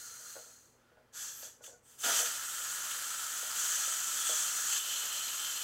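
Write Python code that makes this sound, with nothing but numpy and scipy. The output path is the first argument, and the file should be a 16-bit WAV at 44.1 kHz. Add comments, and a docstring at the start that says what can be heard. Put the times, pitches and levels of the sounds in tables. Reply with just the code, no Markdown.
"""Steam escapes from a hot pressure cooker in a small kitchen while a hand works its valve.
A thin leak dies away, two short puffs follow, then the valve opens with a wet splutter and hisses on.
The jet of steam makes the hollows of the valve ring, and droplets spit through it.
Bubbles knock dully inside the pot, over a quiet simmer and a faint hum."""
import sys
import numpy as np
from scipy import signal
from scipy.fft import rfft, irfft
from scipy.io import wavfile

SR = 44100
rng = np.random.default_rng(int(sys.argv[2]) if len(sys.argv) > 2 else 0)


def unload_wav(signal):
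    """Save mono or channel-first audio to the path in sys.argv[1] as 16-bit WAV at rate SR, clipped to [-1, 1]."""
    wavfile.write(
        sys.argv[1],
        SR,
        np.round(np.clip(np.atleast_2d(signal).T, -1, 1) * 32767).astype(np.int16),
    )


N = 248616

# Pitches at which the valve's cap and its bore (the tube inside) ring: f/Hz, width/Hz, relative level/dB
CAP_RESONANCES = [(1367, 49, -4.5), (1321, 158, -2.5), (1436, 43, -3.5), (1500, 33, -3), (1665, 180, -9),
                  (1743, 540, -11)]
BORE_RESONANCES = [(2686, 440, -5.5), (2950, 170, -5), (3123, 320, 1), (3493, 240, -1.5), (3420, 141, -25)]
# The hiss of small swirls of steam: f/Hz, relative level/dB
HISS_SPECTRUM = [(1500, -76), (3800, -27), (5200, -6.5), (7800, 7), (9400, 3.5), (11000, 0), (12900, 0.5),
                 (14000, 0.5), (16000, -5)]


def from_db(db):
    """Turn decibels into a factor to multiply by."""
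    return 10 ** (np.asarray(db) / 20)


def in_time(points):
    """Join (time, value) points with straight lines, giving one value per sample."""
    times, values = np.transpose(points)
    return np.interp(np.arange(N) / SR, times, values)


def bin_hz():
    """The frequencies in the spectrum of the whole scene."""
    return np.maximum(np.arange(N // 2 + 1) * SR / N, 1)


def slope(points):
    """A smooth spectrum drawn through (frequency, level) points."""
    hz, db = np.transpose(points)
    return from_db(np.interp(np.log(bin_hz()), np.log(hz), db))


def resonances(modes):
    """A spectrum with a steep peak at each listed pitch; the powers of the peaks add."""
    peaks = (from_db(db) / (1 + (2 * (bin_hz() - hz) / width) ** 2) for hz, width, db in modes)
    return np.sqrt(sum(peak ** 2 for peak in peaks))


def coloured(x, spectrum):
    """Filter a signal with a spectrum, then scale it to an average power of 1."""
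    filtered = irfft(rfft(x) * spectrum, N)
    return filtered / np.sqrt(np.mean(filtered ** 2) + 1e-20)


def drift(rate_hz):
    """A random wander of typical size 1, mostly slower than rate_hz."""
    return coloured(rng.standard_normal(N), 1 / (1 + (bin_hz() / rate_hz) ** 2))


def turbulence(spectrum, rough_db, rate_hz):
    """Swirling flow: noise that comes in uneven gusts, filtered with a spectrum."""
    gusts = rng.standard_normal(N) * from_db(rough_db * drift(rate_hz))
    return coloured(gusts, spectrum)


def opening(start_s, rise_s):
    """A smooth step from 0 to 1."""
    return np.sin(np.pi / 2 * np.clip((np.arange(N) / SR - start_s) / rise_s, 0, 1)) ** 2


def envelope(start_s, rise_s, hold_s, fall_db_per_s, level_db):
    """The loudness of one burst: it rises, holds, then fades evenly in decibels."""
    closing_s = np.maximum(np.arange(N) / SR - start_s - rise_s - hold_s, 0)
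    return opening(start_s, rise_s) * from_db(level_db - np.minimum(fall_db_per_s * closing_s, 200))


def ring(clicks, hz, fade_s):
    """Each click starts a pure tone that fades by 60 dB in fade_s."""
    decay = from_db(-60 / (fade_s * SR))
    turn = 2 * np.pi * hz / SR
    return signal.lfilter([0, np.sin(turn)], [1, -2 * decay * np.cos(turn), decay * decay], clicks + 1e-18)


def kitchen(x, echo_db, fade_s=0.18):
    """Tiles and worktop add a dense tail of echoes; the total power stays about the same."""
    t = np.arange(SR // 2) / SR
    tail = rng.standard_normal(len(t)) * from_db(-60 * t / fade_s) * (t > .003)
    echoes = signal.fftconvolve(x, tail / np.linalg.norm(tail))[:N]
    echo_gain = from_db(echo_db)
    return (x + echo_gain * echoes) / np.sqrt(1 + echo_gain ** 2)


def background(noise_db=-70):
    """Room noise, simmering water and a faint wavering hum."""
    # The quiet kitchen and the simmer: f/Hz, relative level/dB
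    quiet_spectrum = [(25, -8), (50, 0.5), (90, 2), (125, 1.5), (165, -2.5), (250, -2.5), (330, -2.5),
                      (500, 3), (650, -4), (850, -4), (2000, -10.5), (4000, -20.5), (16000, -25)]
    # The tones of the hum: f/Hz, relative level/dB
    hum_tones = [(123.8, -76.5), (242.2, -78.5)]
    t = np.arange(N) / SR
    hum = 0
    for hz, db in hum_tones:
        phase = 2 * np.pi * hz * t + 0.76 * drift(2.5)
        hum += from_db(db - 3.0) * np.sqrt(2) * np.sin(phase)
    return hum + from_db(noise_db) * coloured(rng.standard_normal(N), slope(quiet_spectrum))


def bubble_knocks(gain_db=-4, spread_db=0.5, rattle_db=-26, rattle_s=0.012, lowest_hz=430):
    """Collapsing bubbles set the pot ringing, each followed by a short rattle of smaller ones."""
    # Bubbles collapsing in the pot: t/s, relative level/dB
    bubbles = [(0.2, -60), (0.355, -48), (0.364, -44), (0.463, -57), (0.918, -61), (0.972, -53.5),
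               (1.429, -49), (1.608, -53), (1.679, -48.5), (1.731, -56.5), (2.201, -39), (2.221, -42),
               (2.603, -53), (3.429, -45), (3.877, -45.5), (4.295, -37), (4.303, -62)]
    # The notes of the pot with its water: f/Hz, relative level/dB, time to fade by 60 dB/s
    pot_notes = [(470, -7, 0.042), (484.7, -2.5, 0.17), (520, -3, 0.034), (619, -3.5, 0.097),
                 (621.6, -5, 0.12), (706, -4.5, 0.085), (848, -3.5, 0.028), (1090, -11, 0.023),
                 (1460, -4, 0.057)]
    times, bubble_db = np.transpose(bubbles)
    starts = np.round(times * SR).astype(int)
    chance = rng.standard_normal((len(times), len(pot_notes)))
    ringing = np.zeros(N)
    for k, (hz, note_db, fade_s) in enumerate(pot_notes):
        clicks = np.zeros(N)
        clicks[starts] = from_db(bubble_db + note_db + gain_db + spread_db * chance[:, k])
        rattle_fade = signal.lfilter([1], [1, -np.exp(-1 / (rattle_s * SR))], clicks + 1e-18)
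        rattle = from_db(rattle_db) * rattle_fade * rng.standard_normal(N)
        ringing += ring(clicks + rattle, hz, fade_s)
    # cut the bass so the knocks stay hollow, without a low thump
    bass_cut = signal.butter(4, lowest_hz, "high", fs=SR, output="sos")
    return kitchen(signal.sosfilt(bass_cut, ringing), echo_db=-0.5)


def droplet_spits(swell_s=0.0029):
    """Each droplet swells and bursts in the bore with a short bright sputter."""
    # Droplets spat through the valve: t/s, level/dB
    droplets = [(1.638, -48.5), (1.662, -51), (2.19, -31.5), (2.257, -31.5), (2.616, -43), (2.91, -35.5),
                (4.726, -36), (4.76, -38), (4.966, -39.5), (5.125, -38)]
    bursts = np.zeros(N)
    for start_s, db in droplets:
        age = np.maximum(np.arange(N) / SR - start_s, 0) / swell_s
        bursts += from_db(db) * age * np.exp(1 - np.minimum(age, 40))
    spectrum = resonances(BORE_RESONANCES) + resonances(CAP_RESONANCES) + 0.16 * slope(HISS_SPECTRUM)
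    return kitchen(bursts * coloured(rng.standard_normal(N), spectrum), echo_db=-5.0)


def water_splutter():
    """Water that had gathered in the valve is torn up in the first rush of steam."""
    # Water blown out as the valve opens: t/s, rise/s, hold/s, fall/(dB per s), level/dB
    gushes = [(2.025, .026, 0.085, 400, -42), (2.15, .03, .08, 147.5, -57)]
    # The sound of spluttering water: f/Hz, relative level/dB
    water_spectrum = [(60, -24.5), (150, -24), (200, -13.5), (255, -10), (330, -6), (430, -4), (700, -1),
                      (1100, -13), (2000, -10.5), (6000, -20), (16000, -35)]
    loudness = sum(envelope(*gush) for gush in gushes)
    water = turbulence(slope(water_spectrum), rough_db=2.0, rate_hz=120)
    return kitchen(loudness * water, echo_db=4.5)


def edge_tones():
    """Breathy tones swell and fade as steam swirls at the edge of the changing gap."""
    # Each flare of tone: middle t/s, length/s, f/Hz, width/Hz, level/dB
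    flares = [(1.205, .17, 11400, 900, -56), (1.39, 0.25, 12700, 1500, -53), (1.547, 0.089, 6250, 700, -67),
              (1.72, 0.16, 6800, 900, -65), (1.876, 0.14, 8200, 900, -67), (4.26, 0.24, 8600, 650, -42),
              (4.278, 0.45, 3370, 400, -44.5), (4.357, .17, 7300, 450, -40), (4.98, .07, 4232, 200, -45)]
    tones = np.zeros(N)
    for middle_s, length_s, hz, width, db in flares:
        half_s = length_s / 2
        swell = opening(middle_s - half_s, half_s) - opening(middle_s, half_s)
        tones += from_db(db) * swell * coloured(rng.standard_normal(N), resonances([(hz, width, 0)]))
    return tones


def valve_gains(easy_flow_db=-41.5):
    """How loud each part of the steam sound is over time: the powers of leak, puffs and jet add."""
    # The thin leak dying away: t/s, relative level/dB
    leak_curve = [(0, -48), (0.21, -50.5), (0.3, -48), (0.55, -59.5), (0.72, -70), (0.86, -87), (1.2, -120)]
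    # Each nudge of the valve lets out a puff:
    # t/s, rise/s, hold/s, fall/(dB per s), relative level/dB, hollowness/dB, fizz/dB
    nudges = [(0.76, 0.041, 0.068, 16, -88.5, 31.5, 6), (1.119, 0.055, 0.022, 100, -45.5, 4.5, 1),
              (1.15, 0.081, 0.066, 122, -44, 0, -1), (1.317, 0.083, 0.031, 174, -55.5, 8.5, 8.5),
              (1.397, .05, 0.0043, 192, -47, 2, -1), (1.605, 0.053, 0.0067, 202, -49, -5.5, -4),
              (1.802, 0.12, .03, 103, -66, 10.5, 11), (1.968, 0.058, .03, 100, -46, 4.5, 8.5),
              (2.023, 0.027, 0.072, 110, -35.5, 15, 6), (2.115, 0.047, 0.038, 115.5, -32.5, 1, 3),
              (2.238, .02, .01, 109, -45, 15.5, 8)]
    # The jet swells above its easy flow when the fingers press harder: t/s, relative level/dB
    flow_curve = [(2.3, -44), (2.55, -42), (2.62, -41), (3.53, -41), (3.6, -34), (3.82, -34.5),
                  (4.06, -37.5), (4.36, -33.5), (4.53, -36), (4.76, -34.5), (4.82, -41.5), (4.94, -38),
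                  (5.05, -40.5), (5.64, -41)]
    # How strongly each named part sounds: leaking/dB, puffing/dB, held open/dB, seated/dB,
    # then its share of the jet's swell, of a puff's hollowness and of a puff's fizz
    parts = {"cap": (-10.5, -17, -6, -9.5, 0.3, 1, 0), "bore": (-20.5, -17, -12, -5.5, 0.87, 0.5622, 0.5),
             "rush": (-12, -12.5, -6.5, -5.5, 0.43, 0.624, 0), "hiss": (-4.5, -7.5, -2, -3.5, 0.51, 0, 1),
             "rim": (-3, -30, -20.5, -17, 1.8, 0, 1), "lip": (-30, -4, -15.5, -11, 2, 0.1659, 0),
             "seat": (-27.5, -24, -14, -5, 0.54, 0, 0.5), "slit": (-6, -2, -1.35, -0.5, 0.98, 0, 0)}
    leak_db, swell_db = in_time(leak_curve), in_time(flow_curve) - easy_flow_db
    puffs = [(envelope(*shape), hollow_db, fizz_db) for *shape, hollow_db, fizz_db in nudges]
    opened = opening(start_s=2.1, rise_s=0.15)   # the steady jet sets in
    seated = opening(start_s=4.68, rise_s=0.11)   # the fingers let go and the cap settles on its seat
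    gains = {}
    for part, (leaking_db, puffing_db, held_db, seated_db, swell, hollow, fizz) in parts.items():
        leak = from_db(leak_db + leaking_db)
        puff_power = sum((shape * from_db(puffing_db + hollow * hollow_db + fizz * fizz_db)) ** 2
                         for shape, hollow_db, fizz_db in puffs)
        position_db = (1 - seated) * held_db + seated * seated_db
        jet = opened * from_db(easy_flow_db + swell * swell_db + position_db)
        gains[part] = np.sqrt(leak ** 2 + puff_power + jet ** 2)
    return gains


def steam_jet(flutter_db=0.34):
    """Steam swirling at the slit makes the hollows of the valve ring; it all flutters with the flow."""
    # The rush of large swirls of steam: f/Hz, relative level/dB
    rush_spectrum = [(60, -37), (170, -11.5), (330, -10.5), (480, -6.5), (800, -1.5), (1100, 2),
                     (2300, -0.5), (3900, 4), (5200, 4.5), (7000, -9), (16000, -31)]
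    # Peaks that colour the steam at the valve's rim, lip and seat: f/Hz, width/Hz, relative level/dB
    rim = [(4220, 170, 0.5), (4710, 330, -5.5), (6440, 1050, 1)]
    lip = [(1680, 270, -0.5), (3450, 200, -0.5), (4460, 230, -0.5), (4950, 140, 1), (6230, 1000, 5),
           (7430, 190, 3), (11200, 820, -5.5), (12850, 390, -6)]
    seat = [(3092, 120, -1), (2974, 62, -0.5), (4180, 150, -4), (12400, 2100, -12)]
    # Fixed narrow peaks that colour the bright hiss, from reflections off the pot and room:
    # f/Hz, width/Hz, relative level/dB
    reflection_peaks = [(4900, 80, -22), (5640, 64, 3), (6160, 190, -19), (5914, 270, 0), (6187, 110, 5.5),
                        (6570, 330, -11), (6590, 320, 3), (6880, 250, 3), (7060, 110, 3.5), (7060, 82, -15),
                        (7390, 92, 3.7), (7350, 140, 2), (7710, 410, 3.5), (8300, 220, -6.5),
                        (8330, 67, 1.5), (8770, 190, -7), (9000, 79, -1.5), (10440, 200, -8)]
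    gain = valve_gains()
    cap = gain["cap"] * turbulence(resonances(CAP_RESONANCES), rough_db=1.5, rate_hz=130)
    bore = gain["bore"] * turbulence(resonances(BORE_RESONANCES), rough_db=2.0, rate_hz=200)
    rush = gain["rush"] * turbulence(slope(rush_spectrum), rough_db=1.5, rate_hz=62)
    hiss = gain["hiss"] * turbulence(slope(HISS_SPECTRUM), rough_db=0.5, rate_hz=360)
    colours = [("rim", rim), ("lip", lip), ("seat", seat), ("slit", reflection_peaks)]
    bright_hiss = sum(gain[part] * turbulence(resonances(peaks), rough_db=1.3, rate_hz=300)
                      for part, peaks in colours)
    jet = kitchen(cap + bore + rush + hiss + bright_hiss + edge_tones(), echo_db=-7.0)
    return jet * from_db(flutter_db * drift(rate_hz=40))


def scene():
    """All the sounds, heard from one spot above the stove, the same in both channels."""
    mono = steam_jet() + water_splutter() + droplet_spits() + bubble_knocks() + background()
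    return np.array([mono, mono])


def record(dry, cutoff_hz=15800):
    """Cut off the very highest treble steeply."""
    treble_cut = signal.ellip(10, .05, 70, cutoff_hz, fs=SR, output="sos")
    return signal.sosfiltfilt(treble_cut, dry)


dry = scene()
out = record(dry)
unload_wav(out)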